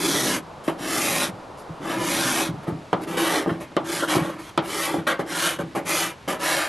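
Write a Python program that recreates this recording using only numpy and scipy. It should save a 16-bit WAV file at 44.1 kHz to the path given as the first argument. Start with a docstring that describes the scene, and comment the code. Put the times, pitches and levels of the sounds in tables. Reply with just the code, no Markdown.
"""A bowed steel card scraper takes paint off a hollow wooden cabinet, close by in a workshop.
First, three long pushes over a steady distant rush: paint breaks off in dense tiny fractures, so
the edge hisses, the boards rasp and the box booms. Between strokes the blade knocks or skids, and
the cabinet thumps as the weight comes off. From 2.8 s it is heard from a second side, the rush
faint: a run of short strokes, knocks and skids, then three longer pushes."""
import sys
import numpy as np
from scipy import signal
from scipy.fft import rfft, irfft
from scipy.io import wavfile
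from scipy.ndimage import uniform_filter1d

SR = 44100
rng = np.random.default_rng(int(sys.argv[2]) if len(sys.argv) > 2 else 0)


def dump(signal):
    """Clip the signal to [-1, 1] and save it as 16-bit WAV at the path in sys.argv[1]."""
    limited = np.clip(np.atleast_2d(signal).T, -1, 1)
    pcm = np.round(limited * 32767).astype(np.int16)
    wavfile.write(sys.argv[1], SR, pcm)


N = 294588
TIME_S = np.arange(N) / SR
RING_TIME_S = np.arange(SR // 2) / SR
SIDE_CHANGE_S = 2.8


def undb(db):
    return 10 ** (np.asarray(db) / 20)


def unit_rms(x):
    return x / np.sqrt(np.mean(x ** 2))


def decay(t, t60_s):
    return np.exp(-np.log(1000) * t / t60_s)


def shape(x, colour):
    """Minimum-phase filter through (f/Hz, gain/dB) points."""
    hz, db = np.transpose(colour)
    size = 4096
    grid_hz = np.maximum(np.fft.rfftfreq(size, 1 / SR), 1)
    gain = undb(np.interp(np.log(grid_hz), np.log(hz), db))
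    cepstrum = irfft(np.log(gain))
    cepstrum[1:size // 2] *= 2
    cepstrum[size // 2 + 1:] = 0
    impulse = irfft(np.exp(rfft(cepstrum)))
    return signal.fftconvolve(x, impulse[None], axes=1)[:, :x.shape[1]]


def butter(x, hz, kind, order=2):
    return signal.sosfilt(signal.butter(order, hz, kind, fs=SR, output="sos"), x)


def split_bands(x, edges_hz):
    """Adjoining bands, low to high, that sum to x."""
    below = [signal.sosfiltfilt(signal.butter(4, hz, fs=SR, output="sos"), x) for hz in edges_hz]
    return np.diff([0 * x, *below, x], axis=0)


def level_out(x, span_s):
    """Unit RMS over each span; only the quick grain is left."""
    power = uniform_filter1d(np.mean(x ** 2, axis=0), int(span_s * SR))
    return x / np.sqrt(np.abs(power))


def drift(rate_hz):
    """Slewed random steps, unit RMS."""
    hold = int(SR / rate_hz)
    steps = rng.standard_normal(N)[np.arange(N) // hold]
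    return unit_rms(uniform_filter1d(steps, hold))


def stereo_noise(n, width):
    """Mid/side noise, the side coloured by width."""
    mid, side = rng.standard_normal((2, 1, n))
    return mid + shape(side, width) * np.array([[1], [-1]])


# Stereo width of the air: f/Hz, side over mid/dB
AIR_SIDE = [(30, -11), (130, -16.5), (300, -12), (1000, -9), (2000, -6.5), (3500, -46), (6000, -40),
            (12000, -20)]
# Spectra of shop air and distant rush: f/Hz, relative level/dB
SHOP_COLOUR = [(20, -29), (50, 3.5), (150, 10), (400, -1), (1000, -2), (2000, -5), (4000, -10.5),
               (8000, -20.5), (12000, -25)]
RUSH_COLOUR = [(40, 1), (150, -2), (350, 8.5), (600, 11), (1000, 9), (1400, 1.5), (1900, -12), (2600, -75),
               (4000, -51), (12000, -36)]


def background(shop_db, rush_first_db, rush_later_db, fade_s):
    """Quiet workshop air and a broad distant rush, faint on the second side."""
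    fade_span_s = [SIDE_CHANGE_S - fade_s / 2, SIDE_CHANGE_S + fade_s / 2]
    rush_db = np.interp(TIME_S, fade_span_s, [rush_first_db, rush_later_db])
    rush = unit_rms(shape(stereo_noise(N, AIR_SIDE), RUSH_COLOUR)) * undb(rush_db + .5 * drift(6.6))
    air = unit_rms(shape(stereo_noise(N, AIR_SIDE), SHOP_COLOUR)) * undb(shop_db + .5 * drift(3.6))
    return rush + air


# Stereo width of ringing wood: f/Hz, side over mid/dB
WOOD_SIDE = [(30, -6), (130, -28), (300, -10), (600, -10), (1300, -7.5), (2000, -36.5), (3000, -99.5),
             (12000, -52)]


def spot_ring(t60_s):
    """Dense board modes woken by a tap; each spot has its own mix."""
    t = RING_TIME_S[:SR // 6]
    return unit_rms(stereo_noise(len(t), WOOD_SIDE) * decay(t, t60_s)) / np.sqrt(len(t))


# Cabinet modes: f/Hz, relative level/dB, t60/s
BOX_MODES = [(132.2, 5.5, 0.39), (162.3, 2, 0.2), (182, 8.5, 0.23), (257.4, 12.5, 0.65), (289.9, 8.5, 0.14),
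             (303.2, 7, 0.99), (329, 15, 0.39), (338, -7, .25), (399, 0.5, 0.49), (513, -13, 0.82),
             (561, 11, 0.29), (571, 1.5, 0.21), (620, 8.5, 0.35), (787, 5.5, 0.99), (800, 7, 0.2),
             (864, 2, 0.49), (940, -3, 0.41), (1018, 0, 0.41), (1072, -20, 0.35), (1100, 2, 0.1),
             (1310, 7, 0.28), (1203, 5, 0.057), (1290, -9, 0.11), (1560, -5.5, 0.02)]


def cabinet(direct_db, room_db, room_t60_s):
    """Impulse response: direct click, small dull room and clear box modes."""
    t = RING_TIME_S
    room = stereo_noise(len(t), WOOD_SIDE) * decay(t, room_t60_s) * (1 - decay(t, 0.15))
    ring = undb(room_db) * butter(unit_rms(room) / np.sqrt(len(t)), 1660, "low")
    ring[:, 0] += undb(direct_db)
    for hz, db, t60_s in BOX_MODES:
        amplitude = undb(db) * 2 * np.log(1000) / (t60_s * SR)
        ring += amplitude * decay(t, t60_s) * np.cos(2 * np.pi * hz * t)
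    return ring


# Blade or hand lands: t/s, level/dB, contact corner/Hz (high is hard)
LANDINGS = [(0.094, -29.5, 494), (0.679, -20, 1130), (1.693, -33, 132), (2.409, -29, 460),
            (2.9292, -17, 1500), (3.460, -26, 910), (3.717, -42.5, 1000), (3.7659, -17.5, 1730),
            (4.152, -21.5, 990), (4.576, -17, 2070), (5.193, -23.5, 960), (5.762, -26, 640),
            (6.278, -29, 584)]
# Weight comes off, cabinet thumps: t/s, level/dB, contact corner/Hz
THUMPS = [(0.385, -41.5, 299.8), (1.287, -33, 200), (2.488, -25.5, 170), (2.679, -23, 332),
          (3.471, -21, 414), (4.165, -17.5, 380), (4.941, -22, 720), (5.593, -26, 507)]
# Colour of a blow: f/Hz, gain/dB
KNOCK_EQ = [(30, -39), (90, -15), (170, 1.5), (240, -7.5), (300, 2.5), (480, -1.5), (800, -1), (1250, -2.5),
            (1700, -9), (2550, -8), (3100, 1.5), (5000, -1), (12000, -11)]


def knocks(box, boards_db, walls_db, tick_db, settle_s):
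    """Blows, each at its own spot; a softer contact leaves only the low modes."""
    out = np.zeros((2, N + SR))
    hardest_hz = max(corner_hz for _, _, corner_hz in LANDINGS)
    rock_s, rock_db, rock_hz = 0.041, -6, 155  # the box rocks back once after each thump
    rocking = [(at_s + rock_s, db + rock_db, rock_hz) for at_s, db, _ in THUMPS]
    for at_s, db, corner_hz in LANDINGS + THUMPS + rocking:
        boards = undb(boards_db) * spot_ring(t60_s=0.11)
        walls = undb(walls_db) * butter(spot_ring(t60_s=0.26), 610, "low")
        wood = np.pad(boards + walls, ((0, 0), (0, box.shape[1] - boards.shape[1])))
        hit = butter(shape(box + wood, KNOCK_EQ), corner_hz, "low", order=3)
        hit /= np.std(hit[:, :SR // 40])
        # a steel corner ticks first, the full weight follows
        hit = np.roll(hit, int(settle_s * SR), axis=1)
        tick = butter(spot_ring(t60_s=0.02), 890, "high")
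        tick = butter(tick, 2100, "low", order=1)
        hit[:, :tick.shape[1]] += undb(tick_db) * (corner_hz / hardest_hz) ** 2 * tick
        start = int(at_s * SR)
        out[:, start:start + hit.shape[1]] += undb(db) * hit
    return out[:, :N]


def fractures(box, breaks_per_s, boards_db, boards_t60_s):
    """Continuous friction: tiny paint breaks of uneven size ring the wood."""
    breaks = (rng.random(N) < breaks_per_s / SR) * rng.standard_normal(N)
    force = (breaks * undb(-0.03 * drift(70)))[None]
    # the edge travels from spot to spot, shifting the fine colour
    shares = np.array([drift(9) for _ in range(8)])
    shares /= np.linalg.norm(shares, axis=0)
    boards = sum(share * signal.oaconvolve(force, spot_ring(boards_t60_s), axes=1)[:, :N]
                 for share in shares)
    # bass comes from the whole box, treble straight from the edge
    boards = butter(butter(boards, 274, "high"), 3100, "low", order=1)
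    return signal.oaconvolve(force, box, axes=1)[:, :N] + undb(boards_db) * boards


# Edge catches: t/s, rasp level/dB, hiss level/dB, length/s, rasp corner/Hz
CATCHES = [(0.636, -46, -43.5, 0.099, 2000), (0.676, -27, -40.5, 0.03, 1560),
           (1.572, -70, -49, 0.069, 2000), (2.628, -40.5, -52, 0.025, 1500), (2.668, -29, -49.5, 0.05, 940),
           (3.491, -26.5, -62, 0.022, 1710), (3.6, -37, -44, 0.056, 1550), (4.022, -22.5, -53, 0.026, 1500),
           (4.296, -29, -52, 0.0091, 1550), (5.067, -19.5, -31, 0.068, 2500),
           (5.189, -29.5, -42.5, 0.038, 1340), (5.585, -29.5, -42, 0.047, 1350),
           (5.749, -23.5, -35, 0.051, 980), (6.276, -24, -30, 0.079, 1380)]
# Colour of a skid's rasp: f/Hz, gain/dB
SKID_EQ = [(60, -38), (170, -10), (330, -1.5), (600, 1), (900, -2.5), (1500, -1.5), (2200, 1), (2570, -5.5),
           (3200, -1), (5000, -9.5), (12000, -63)]


def skids(friction, hiss_eq, attack_s, hiss_hz):
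    """The edge bites at once, judders and lets go; the hiss dies before the rasp."""
    wood = shape(friction, SKID_EQ)
    edge = unit_rms(butter(shape(friction, hiss_eq), hiss_hz, "high"))
    out = np.zeros((2, N))
    for at_s, rasp_db, hiss_db, length_s, corner_hz in CATCHES:
        start = int(at_s * SR)
        on = slice(start, start + SR // 4)
        t = TIME_S[on] - TIME_S[start]
        grip = (1 - np.exp(-t / attack_s)) / (1 + (t / length_s) ** 4)
        rasp = unit_rms(butter(wood[:, on], corner_hz, "low"))
        out[:, on] += undb(rasp_db) * grip * rasp + undb(hiss_db) * grip ** 2 * edge[:, on]
    return out


# Scraping colour on each side: f/Hz, gain/dB
FIRST_SIDE_EQ = [(50, -23.5), (130, -1.5), (310, 2.5), (440, -0.5), (900, 0.5), (1500, -3.5), (2300, -9),
                 (2560, -12.5), (2900, -10.5), (3700, -7), (4400, -10.5), (5600, -5.5), (7800, -9.5),
                 (11300, -6)]
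SECOND_SIDE_EQ = [(50, -52), (170, 2), (235, -12), (310, 5.5), (440, 1), (1000, 4.5), (1900, -2),
                  (2350, -5.5), (2570, -9.5), (3100, -5.5), (4500, -7.5), (6500, -6), (8000, -8),
                  (11300, -4.5)]
# Pushes and light return drags: t/s, length/s, rise/s, fall/s, relative hiss, rasp, boom levels/dB
BLADE_STROKES = [ (-0.1, 0.52, 0.17, 0.075, -21.5, -31.5, -25), (0.772, 0.55, 0.21, 0.084, -22, -29.5, -29),
                 (1.803, 0.27, 0.11, 0.13, -34, -28.5, -28.5), (1.969, 0.56, 0.15, 0.11, -22.5, -29, -27.5),
                 (3.002, 0.064, 0.034, 0.021, -41.5, -41, -31.5),
                 (3.067, 0.15, 0.015, 0.065, -39.5, -36, -28.5), (3.165, 0.32, 0.016, 0.12, -27, -27, -26),
                 (3.467, 0.18, 0.013, 0.17, -48, -35, -34.5), (3.837, 0.29, 0.091, 0.13, -28, -34, -32),
                 (4.074, 0.16, 0.029, 0.084, -25.5, -25.5, -28),
                 (4.194, 0.23, 0.03, 0.17, -41, -33.5, -33.5), (4.381, 0.16, 0.014, 0.048, -46.5, -47, -49),
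                 (4.617, 0.3, 0.28, 0.061, -23, -31, -32), (4.866, 0.19, 0.048, 0.13, -36, -31, -33.5),
                 (5.256, 0.34, 0.2, 0.12, -22, -29, -33), (5.848, 0.31, 0.054, 0.14, -23, -29, -33.5),
                 (6.387, 0.45, 0.076, 0.29, -23.5, -26, -35.5), ]


def strokes(friction, rows, side_eq, bite_offset_db, gain_db):
    """The blade speeds up, runs and slows; the hiss follows speed closely, the wood less."""
    start_power, stop_power = 0.95, 1.66
    speed_powers = 0.36, 0.7, 0.79, 1.09  # boom, rasp, bite, hiss
    arm_arch_db, weight_shift_db = 1, 3.5
    bands = split_bands(shape(friction, side_eq), edges_hz=[500, 1700, 3500])
    bands = [undb(gain_db) * level_out(band, span_s=0.17) for band in bands]
    out = np.zeros((2, N))
    for at_s, length_s, rise_s, fall_s, hiss_db, rasp_db, boom_db in rows:
        on = (TIME_S > at_s) & (TIME_S < at_s + length_s)
        t = TIME_S[on] - at_s
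        from_middle = t / length_s - .5
        speed = np.minimum(t / rise_s, 1) ** start_power
        speed *= np.minimum((length_s - t) / fall_s, 1) ** stop_power
        speed *= undb(-arm_arch_db * (2 * from_middle) ** 2)  # the arm is slower at either end
        # the weight shifts: rasp grows, boom eases
        rasp_db = rasp_db + weight_shift_db * from_middle
        boom_db = boom_db - weight_shift_db * from_middle
        bite_db = (hiss_db + rasp_db) / 2 + bite_offset_db  # needs both pressure and speed
        for band, db, power in zip(bands, (boom_db, rasp_db, bite_db, hiss_db), speed_powers):
            out[:, on] += band[:, on] * undb(db) * speed ** power
    return out


def scene():
    """Knocks, skids and strokes sound through one cabinet, over the shop air."""
    box = cabinet(direct_db=-2.5, room_db=-4.5, room_t60_s=0.4)
    friction = fractures(box, breaks_per_s=9000, boards_db=2, boards_t60_s=0.042)
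    first = [row for row in BLADE_STROKES if row[0] < SIDE_CHANGE_S]
    later = [row for row in BLADE_STROKES if row[0] >= SIDE_CHANGE_S]
    mix = background(shop_db=-46, rush_first_db=-40.5, rush_later_db=-50.5, fade_s=0.38)
    mix += knocks(box, boards_db=3.5, walls_db=2.5, tick_db=22, settle_s=0.001207)
    mix += skids(friction, SECOND_SIDE_EQ, attack_s=0.0019, hiss_hz=3600)
    mix += strokes(friction, first, FIRST_SIDE_EQ, bite_offset_db=-2.5, gain_db=-1.8)
    mix += strokes(friction, later, SECOND_SIDE_EQ, bite_offset_db=-2, gain_db=-0.35)
    return mix


def record(dry):
    """Steep low-pass at 12 kHz."""
    return signal.sosfilt(signal.ellip(12, .2, 80, 12000, fs=SR, output="sos"), dry)


dry = scene()
out = record(dry)
dump(out)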